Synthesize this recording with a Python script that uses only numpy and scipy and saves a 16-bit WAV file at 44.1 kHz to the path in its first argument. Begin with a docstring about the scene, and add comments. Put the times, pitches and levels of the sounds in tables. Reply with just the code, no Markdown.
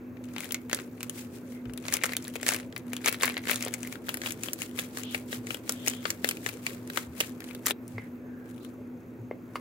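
"""In a small hard kitchen, a foil sachet is squeezed and shaken empty over a steel bowl, mostly louder in the left port.
Creases snap as bright cracks with ringing foil panels; tiny folds and hissing powder follow the hand movements.
Damped bowl modes knock, low pushes bump the table, narrow hisses slide by.
Feedback delays answer as the kitchen, over banded room noise and an appliance hum made of wavering tones.
Late on, a cut stops the echo and the hand movements of the first part short."""
import sys
import numpy as np
from scipy import signal
from scipy.fft import rfft, irfft, next_fast_len
from scipy.io import wavfile

SR = 44100
rng = np.random.default_rng(int(sys.argv[2]) if len(sys.argv) > 2 else 0)


def store_wav(level_fs):
    """Save 16-bit WAV to argv[1]."""
    pcm = np.round(np.clip(np.atleast_2d(level_fs), -1, 1) * 32767)
    wavfile.write(sys.argv[1], SR, pcm.T.astype(np.int16))


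N = 423712   # samples
CUT_S = 7.719

# creases that snap loud or alone, and late faint ticks of the same kind:
# start_s, peak_db (before panning), treble_share_db, panel_pitch_hz, left_over_right_db
SNAPS = [(0.1697, -43, -16, 2280, 14), (0.363, -23, -13, 870, 6), (0.382, -20, -7.5, 2980, 6),
         (0.4052, -17.5, -1.5, 2250, 5), (0.434, -29.5, -16, 2210, 9), (0.508, -26.5, -10, 3080, 10),
         (0.5217, -8, 0, 2290, 4), (0.5445, -12, -2.5, 2230, 0), (0.6969, -22, -5, 1920, 6),
         (0.713, -22.5, -8, 2100, 5), (0.7299, -9, -4, 1740, 3.5), (0.7466, -14, 1, 3600, -9),
         (0.788, -25.5, -20, 1660, 3), (0.7694, -26, 1, 2860, -1), (0.7986, -28, -5, 1930, 7),
         (1.0066, -24.5, -4, 2500, 3), (1.0299, -15.5, -1, 2520, 2), (1.0963, -15, -0.5, 3000, 8),
         (1.6544, -42.5, -16, 1420, 15), (1.6958, -38, -21, 1740, 14), (1.7358, -27.5, -1, 3100, 6),
         (1.7757, -22, -1.5, 3470, 11), (1.8522, -26.5, -19, 1030, 4), (1.8826, -15.5, -6.5, 2080, 1),
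         (1.9247, -13.5, -1.5, 1900, -6), (1.9386, -5, 0, 3120, 10), (1.9683, -13, -1.5, 2390, 5),
         (2.0133, -28, -25, 2020, 9), (2.024, -26, -29, 2350, 11), (2.0363, -5.5, -5, 2030, 1),
         (2.0417, -11.5, -4.5, 1250, 1), (2.0628, -15.5, -1.5, 1890, 5.5), (2.0923, -22, -12, 2250, 4),
         (2.1202, -23, -10, 1950, 1), (2.134, -15, -4, 2200, 3), (2.1514, -30, -21, 2150, 7),
         (2.167, -6, -1, 3450, 2), (2.2249, -28, 0, 2000, 2), (2.243, -26, 0, 2350, 4),
         (2.2498, -29, -9, 3620, 0), (2.28, -20.5, -0.5, 1960, 5), (2.356, -17.5, -5, 2060, 11.5),
         (2.3992, -33, -15, 2000, 4), (2.43, -16.5, -3.5, 2160, 5), (2.4648, -10.5, -2.5, 2160, 0),
         (2.4814, -10, -2, 1900, -6), (2.4886, -2.5, -1.5, 2330, 2), (2.5073, -17, -3, 1360, -1),
         (2.526, -21, -11, 2040, 3), (2.5364, -13, -1, 2140, 2), (2.545, -14, -2.5, 2220, 4),
         (2.5628, -16, -1.5, 2380, 3), (2.5995, -24, -5, 2200, 1), (2.7251, -31.5, -10, 1940, -1),
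         (2.7628, -23, -8, 2080, 7), (2.7785, -27, 0, 860, 23), (2.9326, -18, -3.5, 2150, 7),
         (2.9658, -18.5, -2.5, 3070, 4), (3.0443, -21, -10, 2240, -3), (3.0598, -6, -3.5, 2220, 5),
         (3.0757, -8, -4, 2050, -3.5), (3.0847, -8.5, -6, 2330, 6), (3.0921, -9, 0, 2370, 10),
         (3.114, -25, -2, 2300, 0), (3.126, -12.5, -1.5, 2150, 4), (3.1435, -20, -6, 1920, 2),
         (3.21, -21, -11, 3700, 3), (3.2228, -10, -2, 2100, 5), (3.233, -2.5, -3.5, 1900, 2),
         (3.246, -14, -13, 2170, 5), (3.2557, -7, 1.5, 1830, -2), (3.263, -25, -18, 1790, -7),
         (3.2786, -17, -20, 2140, 14), (3.2978, -19, -12, 2100, -2), (3.308, -30.5, -12, 2630, 13),
         (3.342, -27, -6, 1970, 3), (3.3677, -17.5, -30, 2060, 3), (3.3776, -19.5, -9, 1980, 7),
         (3.3906, -33, -26, 2000, -5), (3.4381, -30, -28, 1970, -3), (3.454, -27, -5, 2000, 9),
         (3.471, -20.5, -20, 2000, 0), (3.4873, -17.5, -24, 2170, 3), (3.4955, -13, -25, 2320, 8),
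         (3.51, -8.5, 0, 2110, 9), (3.513, -11, -8, 2280, 7), (3.5435, -18, -1, 1500, 2),
         (3.5583, -14, -1, 4000, -2), (3.6077, -28, -7, 2240, -4), (3.625, -12, -1, 2120, 3),
         (3.6495, -15, 1, 2090, 4), (3.6617, -27, -20, 734, 6), (3.6731, -25, -21, 726, 4),
         (3.682, -16.5, -2, 1840, 3), (3.7393, -12.5, -1, 2090, 7), (3.8308, -22.5, -1.5, 2680, 12),
         (3.8732, -23, -1.5, 2240, 8), (3.9555, -31.5, -14, 1480, 14.5), (4.0847, -24, -18, 1600, 7),
         (4.091, -12, -4, 2790, 2), (4.142, -13, -2, 1750, 6), (4.1713, -18.5, -1.5, 1830, 4),
         (4.2167, -19.5, -8.5, 1850, 0), (4.2357, -24, -9, 1790, 12), (4.2603, -18, -19, 2560, 5),
         (4.2726, -22.5, -11, 3250, 3), (4.3068, -19, -3, 2740, 5.5), (4.3212, -20, 0, 2970, 7),
         (4.4347, -12, -1, 2620, 5), (4.485, -21.5, -12, 3030, 10), (4.5328, -12, 0, 1700, 4.5),
         (4.6189, -16.5, -3.5, 2520, 7), (4.789, -13, -10.5, 2330, -1), (4.7945, -11, -1.5, 3400, -1),
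         (4.972, -17.5, -6, 1790, 1.5), (5.0343, -20.5, -2, 2820, 11), (5.1461, -13, -12, 2370, 8),
         (5.3282, -19.5, -22, 1860, 5), (5.4694, -22.5, -4.5, 2150, 7), (5.5062, -17, -14, 2760, 7),
         (5.5446, -19.5, -5.5, 3070, 7.5), (5.6936, -6.5, -1, 1420, 3), (5.722, -14.5, 2, 3940, 4),
         (5.8753, -11.5, -4.5, 2390, 9.5), (5.8818, -5.5, 1, 2960, 5), (5.8988, -18, 2, 2390, 8),
         (5.935, -27, -6, 2800, 5), (6.054, -13, -19.5, 1180, 9.5), (6.104, -6.5, -1, 2000, 2.5),
         (6.2445, -10.5, -6, 2150, 11), (6.289, -5, -1, 3000, 1.5), (6.3109, -14, -3.5, 2420, 1.5),
         (6.37, -28.5, -5.5, 2430, 4), (6.4622, -16, -11, 1760, 7.5), (6.4897, -18.5, -3, 2220, 9),
         (6.6655, -11.5, -7.5, 2410, 3), (6.875, -29, -1.5, 1750, 3), (6.8998, -21.5, -6, 1630, 1.5),
         (6.948, -30, 2, 1850, -1), (6.973, -9, -8, 1450, 10.5), (7.204, -5, -2, 2370, -5),
         (7.208, -9, -4.5, 3100, 3), (7.4044, -27, -3.5, 1600, 3), (7.42, -34, -21, 2020, 13),
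         (7.441, -28.5, -3.5, 2300, 1), (7.488, -36.5, -7, 2700, 9), (7.5094, -33.5, -17, 2380, 13),
         (7.549, -23.5, -2, 3660, 4), (7.6588, -16, -2.5, 1900, -4), (7.664, -8, 1.5, 2000, 10),
         (7.668, -7.5, -2, 1290, -2), (7.682, -15, -2, 2020, 9), (7.708, -11, -10.5, 3500, 5.5),
         (7.8794, -30.5, 0, 1390, 9), (8.545, -48, -3, 3800, 5), (8.579, -43, -8, 3300, 9.5),
         (8.648, -40, -13, 3800, 5)]
# side and folding of the sachet as it is tipped or shaken: time_s, left_port_delay_s, folding_db
SACHET_POSE = [(0, 0.000051, -1.5), (1.1, 0.00004, -3), (1.14, 0.000077, -15), (1.62, 0.000094, -6.5),
               (1.7, 0.000031, 0.5), (3.85, 0.000029, -2), (4.1, .00026, -8), (4.4, .00026, -8),
               (7.3, .00024, -7.5), (7.6, 0.000011, -0.5), (7.72, 0.0000076, 0.5), (7.76, 0.0000056, -8.5),
               (8.4, 0.0000067, -5), (8.47, 0.0000076, -1)]
# squeezes and other hand movements: height_s, handling_db, swell_s, die_s
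SQUEEZES = [(0.244, -60, 0.022, .025), (0.31, -58, 0.058, 0.073), (0.442, -43, 0.12, 0.066),
            (0.54, -52.5, 0.13, 0.12), (0.742, -44, 0.056, 0.14), (1.04, -55, 0.18, 0.23),
            (1.187, -38.5, .08, 0.096), (1.359, -46, 0.068, 0.067), (1.527, -51.5, 0.14, .11),
            (1.698, -67, 0.091, 0.039), (1.77, -66, .05, .2), (1.87, -47, 0.064, 0.092),
            (1.934, -39.5, 0.045, 0.076), (2.045, -39, 0.02, 0.048), (2.12, -46.5, 0.062, 0.044),
            (2.19, -61, .05, .2), (2.287, -51.5, 0.18, 0.042), (2.361, -41.5, 0.033, .02),
            (2.486, -33.5, 0.069, 0.11), (2.772, -59.5, 0.057, 0.12), (2.933, -54, 0.076, 0.18),
            (3.082, -30, 0.048, 0.012), (3.139, -41, 0.036, 0.034), (3.238, -36, 0.063, 0.12),
            (3.504, -31.5, 0.057, 0.083), (3.636, -41.5, .085, .08), (3.743, -45, .05, 0.028),
            (3.84, -50.5, 0.17, 0.24), (3.927, -44.5, 0.066, 0.049), (6.915, -55, 0.22, .1),
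            (7.453, -52, 0.093, 0.23), (7.672, -37, 0.028, 0.26), (7.91, -57, 0.12, 0.3),
            (8.5, -65, 0.17, 0.33), (8.642, -63, .14, 0.14), (9.558, -50, .014, 0.016),
            (9.606, -61.5, 0.17, .1)]
# shakes that throw the powder out: height_s, handling_db, die_s
SHAKES = [(4.098, -44, 0.15), (4.269, -34.5, 0.076), (4.448, -38, 0.11), (4.627, -36.5, .07),
          (4.801, -38.5, 0.11), (4.987, -37, 0.069), (5.15, -39.5, 0.088), (5.339, -37.5, 0.066),
          (5.518, -39.5, 0.082), (5.703, -39.5, 0.12), (5.885, -35, 0.097), (6.071, -39.5, 0.11),
          (6.269, -39, 0.18), (6.473, -39, 0.13), (6.677, -40.5, 0.14), (6.982, -35.5, 0.084),
          (7.214, -37.5, 0.11)]
# colour of the foil: pitch_hz, density_db (per Hz, relative)
FOIL_COLOUR = [(250, -9.5), (500, 3), (950, -9), (1300, -1), (2200, -2.5), (3500, -3), (5300, -4),
               (7400, -2), (8700, -8.5), (10000, -1.5), (12500, -7), (15500, -7)]
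# colour of the sliding powder: pitch_hz, density_db (per Hz, relative)
POWDER_COLOUR = [(500, -22.5), (1200, 0), (2300, 4.5), (5000, 3.5), (8000, 4.5), (11000, 2), (15500, 3.5)]
# colour of the left port over the right: pitch_hz, difference_db
PORT_COLOUR = [(400, -2.5), (1300, 2.5), (2400, 6), (4400, -7), (8100, 6.5), (15000, 2)]
# brief narrow hisses, as of something sliding: start_s, length_s, pitch_hz, width_hz, level_db (before fades)
SLIDES = [(1.52, .1, 2100, 200, -60), (5.025, .13, 3200, 1100, -46.5), (5.75, .28, 3250, 700, -51),
          (7.95, .1, 2100, 400, -53), (8.0, .09, 1700, 900, -57), (8.22, .33, 1620, 300, -59),
          (8.6, .08, 3900, 1200, -63)]
# dull knocks on the bowl: start_s, then level_db of each bowl mode in turn
KNOCKS = [(2.357, -22, -38, -33, -50, -46), (3.663, -17.5, -30, -40, -50, -50),
          (3.234, -21, -9.5, -24, -40, -40), (6.2445, -16, -37, -23.5, -37, -40),
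          (7.981, -22.5, -24.5, -24, -55, -36), (9.3111, -14.5, -28.5, -31.5, -62, -70),
          (9.5559, -23, -14.5, -28.5, -30, -24.5), (9.561, -48, -21, -36, -47, -48)]
# damped modes of the loaded bowl: pitch_hz, t60_s
BOWL_MODES = [(460, 0.012), (1110, 0.0098), (2100, 0.022), (2840, 0.016), (4400, 0.0023)]
# soft bumps through the table: start_s, level_db (the swell tops about 4 dB above it), pitch_hz
BUMPS = [(1.654, -42.5, 118), (1.66, -47, 60.3), (1.915, -53, 65), (5.37, -42, 116), (5.375, -59, 60),
         (7.069, -47.5, 79), (7.936, -39, 109), (9.189, -42, 113)]
# colour of the room noise: pitch_hz, density_db (per Hz, relative)
AIR_COLOUR = [(22, -49), (60, -39.5), (95, -9.5), (140, -13.5), (340, -9), (520, -14.5), (720, -25.5),
              (1550, -29.5), (1800, -33.5), (2700, -36.5), (3300, -81), (5000, -72.5), (6400, -46),
              (8800, -65.5), (13000, -45)]
# how alike the room noise is in both ports: pitch_hz, correlation (no unit)
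AIR_LIKENESS = [(60, 0.92), (130, 0.99), (290, 0.92), (640, 0.8), (1410, 0.078), (3100, 0.25), (6820, 0.78),
                (15000, 0.98)]
# appliance hum: pitch_hz, width_hz, level_db (before the background curve)
HUM = [(63, 42, -70.5), (115, 11, -55.5), (171.2, 25, -62), (246.8, 10.1, -44.5), (332, 23, -59)]
# slow level curve of room noise and hum: time_s, gain_db
BACKGROUND_LEVEL = [(0, 1), (4.5, 2), (5.5, 2.5), (7.7, 1.5), (7.75, 1), (9.61, 0.5)]

SNAP_T60_S, PANEL_T60_S = 0.0043, 0.006
FLUTTER_T60_S, FLUTTER_DB = 0.043, -17   # level against the onset of the snap
PORT_SHARE = 0.53   # share of foil noise power common to both ports
SWING_DB, STILL_DB = 21, -82   # change per swell or die time; handling at rest
SHAKE_SWELL_S, SHAKE_HOLD_S = 0.075, 0.0087
CRACKLE_DB, CRACKLE_SPREAD_DB = 11.5, 4.5   # lesser creases, over the handling
CRACKLE_HZ, CRACKLE_DULL_DB = 2100, 23   # middle panel pitch; range of random treble loss
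CRACKLE_FOLLOWS = 1.66   # dB of crackle for a dB of folding
FOLD_SPREAD_DB = 5.5
POWDER_DB = -4   # against the handling
KITCHEN_T60_S, KITCHEN_DB, WALL_CUT_HZ = 0.33, -21, 3900   # T60 before the walls take treble
AIR_DB = -48.5   # before the background curve
TOP_CUT_HZ = 15800


def amp(db):
    """dB to gain."""
    return 10 ** (np.asarray(db) / 20)


def rms_one(x):
    """Scale to rms 1 along time."""
    return x / np.sqrt(np.mean(x ** 2, axis=-1, keepdims=True) + 1e-20)


def in_time(rows, s):
    """Curve columns read at the times s."""
    t, *columns = np.transpose(rows)
    return [np.interp(s, t, c) for c in columns]


def at_hz(points, hz):
    """Curve read on a log frequency axis."""
    points = np.array(points)
    return np.interp(np.log(hz), np.log(points[:, 0]), points[:, 1])


def port_tilt(hz):
    """Colour difference of the ports in dB, half to each."""
    return np.outer([.5, -.5], at_hz(PORT_COLOUR, hz))


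def drift(rate_hz):
    """Slow random wander of about spread 1: noise low-passed twice at rate_hz."""
    r = np.exp(-80 * np.pi * rate_hz / SR)     # one value per 40 samples
    noise = rng.standard_normal(N // 40 + 2002)
    slow = signal.lfilter([1], [1, -2 * r, r * r], noise)[2000:]
    return np.interp(np.arange(N) / 40, np.arange(len(slow)), rms_one(slow))


def decay(t, t60):
    """Fall of 60 dB in t60."""
    return amp(-60 * t / t60)


def resonance(x, hz, width_hz):
    """Two-pole resonance, gain about 1 on top."""
    r = np.exp(-np.pi * width_hz / SR)
    poles = [1, -2 * r * np.cos(2 * np.pi * hz / SR), r * r]
    return signal.lfilter([(1 - r * r) / 2, 0, (r * r - 1) / 2], poles, x)


def creases(s, peak_db, treble_db, panel_hz, pan_db, size):
    """A crease is a bright crack plus a panel of foil ringing near one pitch, then a short flutter."""
    t = np.arange(size) / SR
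    hz = np.maximum(np.fft.rfftfreq(size, 1 / SR), 30)
    noise = rng.standard_normal((len(s), 3, size))
    # each port hears the foil from its own side
    heard = rfft(np.sqrt(PORT_SHARE) * noise[:, :1] + np.sqrt(1 - PORT_SHARE) * noise[:, 1:])
    left_delay = in_time(SACHET_POSE, s)[0]
    heard[:, 0] *= np.exp(-2j * np.pi * np.outer(left_delay, hz))
    heard *= amp(at_hz(FOIL_COLOUR, hz) + port_tilt(hz))

    octaves = np.log2(hz / panel_hz[:, None, None])
    body = (np.exp(-(octaves / 0.22) ** 2) + 0.46) / (1 + (hz / 4800) ** 8)
    crack_hz = 5500 * 3.63 ** rng.random((len(s), 1, 1))     # every fold cracks with a colour of its own
    crack_octaves = np.log2(hz / crack_hz)
    bright = (np.exp(-(crack_octaves / 0.36) ** 2) + 0.98) / (1 + (4800 / hz) ** 8)

    flutter = amp(FLUTTER_DB) * decay(t, FLUTTER_T60_S)
    crack_shape = (decay(t, SNAP_T60_S) + flutter) * np.minimum(t / 0.00017, 1)
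    panel_shape = (decay(t, PANEL_T60_S) + flutter) * np.minimum(t / 0.0015, 1)
    crack = rms_one(irfft(heard * bright, size) * crack_shape)
    panel = rms_one(irfft(heard * body, size) * panel_shape)
    treble = np.clip(amp(treble_db), .02, .98)[:, None, None]
    snap = treble * crack + np.sqrt(1 - treble ** 2) * panel
    snap *= (amp(peak_db) / np.abs(snap).max(axis=(1, 2)))[:, None, None]
    snap *= amp(np.outer(pan_db, [.5, -.5]))[:, :, None]

    # add every snap at its start
    at = (np.round(s * SR).astype(int)[:, None] + np.arange(size)).ravel()
    return np.array([np.bincount(at, snap[:, k].ravel(), N + size)[:N] for k in range(2)])


def handling(s):
    """Hand level in dB at the times s: movements swell and die; those of the first part stop at the cut."""
    power = np.full(len(s), amp(2 * STILL_DB))
    moves = [(*squeeze, 0) for squeeze in SQUEEZES]
    moves += [(top, db, SHAKE_SWELL_S, die, SHAKE_HOLD_S) for top, db, die in SHAKES]
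    for top, level_db, swell, die, hold in moves:
        before = (top - hold / 2 - s) / swell
        after = (s - top - hold / 2) / die
        away = np.maximum(np.maximum(before, after), 0)
        near = (away < 3) & ((s < CUT_S) | (top > CUT_S))
        power[near] += amp(2 * (level_db - SWING_DB * away[near]))     # twice the dB gives power
    return 10 * np.log10(power)


def crackle():
    """Lesser, duller creases start at random moments up to the cut, as strong as handling and pose allow."""
    draw = rng.random((round(50 * CUT_S), 5))     # 50 a second
    s = draw[:, 0] * CUT_S
    chance_db = -CRACKLE_SPREAD_DB * np.log(np.maximum(draw[:, 1], .1))
    folding_db = CRACKLE_FOLLOWS * in_time(SACHET_POSE, s)[1]
    size_db = handling(s) + folding_db + CRACKLE_DB + chance_db
    treble_db = -5 - CRACKLE_DULL_DB * draw[:, 2]
    panel_hz = CRACKLE_HZ * 1.5 ** (draw[:, 3] - .5)
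    return creases(s, size_db, treble_db, panel_hz, 11 * draw[:, 4], size=1280)


def rustle():
    """Many small folds at random moments with uneven sizes, over the fine hiss of sliding powder."""
    draw = rng.random((600 * N // SR, 4))     # 600 folds a second
    s = draw[:, 0] * N / SR
    chance_db = -FOLD_SPREAD_DB * np.log(np.maximum(draw[:, 1], 1 / 12))
    size_db = handling(s) + in_time(SACHET_POSE, s)[1] + 2.77 + chance_db
    treble_db = -1.5 - 1.4 * draw[:, 2]
    panel_hz = 900 * 4.2 ** draw[:, 3]
    folds = creases(s, size_db, treble_db, panel_hz, rng.normal(7.0, 10.6, len(s)), size=320)

    hz = np.maximum(np.fft.rfftfreq(N, 1 / SR), 30)
    colour = amp(at_hz(POWDER_COLOUR, hz) + port_tilt(hz))
    powder = irfft(rfft(rng.standard_normal((2, N))) * colour, N)
    flicker_db = 2 * drift(60)
    powder_gain = amp(handling(np.arange(N) / SR) + POWDER_DB + flicker_db)
    return folds + powder_gain * powder / np.std(powder)


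def knocks():
    """Each knock sets the damped modes of the loaded bowl ringing, each with a rattling tail."""
    out, t = np.zeros(N + 4000), np.arange(4000) / SR
    onset = np.sin(np.pi / 2 * np.minimum(t / 0.0013, 1)) ** 2
    for s, *mode_db in KNOCKS:
        for db, (hz, t60) in zip(mode_db, BOWL_MODES):
            wide = resonance(rng.standard_normal(4000), hz, 0.69 * hz)
            rattle = rms_one(resonance(wide, hz, 0.31 * hz)) * amp(-22.5) * decay(t, 0.076)
            ring = decay(t, t60) * np.sin(2 * np.pi * hz * t)
            out[round(s * SR):][:4000] += amp(db) * (ring + rattle) * onset
    return out[:N]


def slides():
    """A slide is noise sent twice through one resonance, swelling and fading."""
    out = np.zeros((2, N))
    for s, length, hz, width_hz, level_db in SLIDES:
        noise = rng.standard_normal((2, round(length * SR)))
        hiss = rms_one(resonance(resonance(noise, hz, width_hz), hz, width_hz))
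        size = hiss.shape[1]
        out[:, round(s * SR):][:, :size] += amp(level_db) * hiss * np.hanning(size) ** 0.19
    return out


def bumps():
    """A bump is a dull low push that dies in a few cycles."""
    out, t = np.zeros(N + 8000), np.arange(8000) / SR
    swell = t / 0.013 * np.exp(1 - t / 0.021)
    for s, level_db, hz in BUMPS:
        out[round(s * SR):][:8000] += amp(level_db) * np.sin(2 * np.pi * hz * t) * swell
    return out[:N]


def kitchen(x):
    """Walls as eight feedback delays a side, duller on every round, evaluated on a frequency grid."""
    size = next_fast_len(N + SR)
    w = 2 * np.pi * np.fft.rfftfreq(size)
    dull = np.exp(-2 * np.pi * WALL_CUT_HZ / SR)
    wall = (1 - dull) / (1 - dull * np.exp(-1j * w))
    walls = np.zeros((2, len(w)), complex)
    for k, lag_s in enumerate(rng.uniform(0.0055, 0.026, 16)):
        loop = decay(lag_s, KITCHEN_T60_S) * wall * np.exp(-1j * w * round(lag_s * SR))
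        walls[k % 2] += loop / (1 - loop) * (-1) ** (k // 2)
    before = np.arange(N) < CUT_S * SR     # no echo rings on across the cut
    parts = rfft([x * before, x * ~before], size)[:, None]
    first, second = irfft(parts * walls, size)[..., :N]
    return first * before + second


def room_noise():
    """Half-octave bands of coloured noise, each with its own flicker and likeness between the ports."""
    out, edges = 0, 22 * 2 ** np.arange(0, 9.6, .5)     # Hz
    hz = np.maximum(np.fft.rfftfreq(N, 1 / SR), 10)
    coloured = irfft(rfft(rng.standard_normal((2, 2, N))) * amp(at_hz(AIR_COLOUR, hz)), N)
    for k, (low, high) in enumerate(zip(edges, edges[1:])):
        band = signal.butter(2, [low, high], "band", fs=SR, output="sos")
        mid, side = signal.sosfilt(band, coloured[k % 2])     # neighbouring bands use separate noise
        alike = np.clip(at_hz(AIR_LIKENESS, np.sqrt(low * high)), -1, 1)
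        flicker = amp(1.86 * drift(9.7))
        out = out + flicker * (np.sqrt(1 + alike) * mid + np.sqrt(1 - alike) * side * [[1], [-1]])
    return amp(AIR_DB) * out / np.std(out)


def appliance_hum():
    """Each hum is a tone of unsteady pitch plus noise in a resonance at the same pitch."""
    out = np.zeros((2, N))
    for hz, width_hz, level_db in HUM:
        noise = 0.35 * rng.standard_normal((2, N)) + rng.standard_normal(N)     # mostly common to both ports
        narrow = rms_one(resonance(noise, hz, width_hz))
        tone = np.sin(np.cumsum(2 * np.pi * hz / SR * (1 + 0.014 * drift(35))))
        out += amp(level_db) * rms_one(tone + 0.49 * narrow)
    return out


def background():
    """Room noise and appliance hum follow one slow level curve."""
    level_db = in_time(BACKGROUND_LEVEL, np.arange(N) / SR)[0]
    return (room_noise() + appliance_hum()) * amp(level_db)


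def scene():
    """Near sounds and their echo, bumps and background."""
    near = creases(*np.transpose(SNAPS), size=1280) + crackle() + rustle() + knocks() + slides()
    no_bass = signal.butter(2, 220, "high", fs=SR, output="sos")     # small things radiate no bass
    near = signal.sosfilt(no_bass, near)
    echo = amp(KITCHEN_DB) * kitchen(near.mean(axis=0))
    return near + echo + bumps() + background()


def record(dry):
    """The highest peaks are rounded, the top is cut steeply."""
    rounded = 1.1 * np.tanh(dry / 1.1)
    top_cut = signal.ellip(12, .5, 70, TOP_CUT_HZ, fs=SR, output="sos")
    return signal.sosfilt(top_cut, rounded)


dry = scene()
out = record(dry)
store_wav(out)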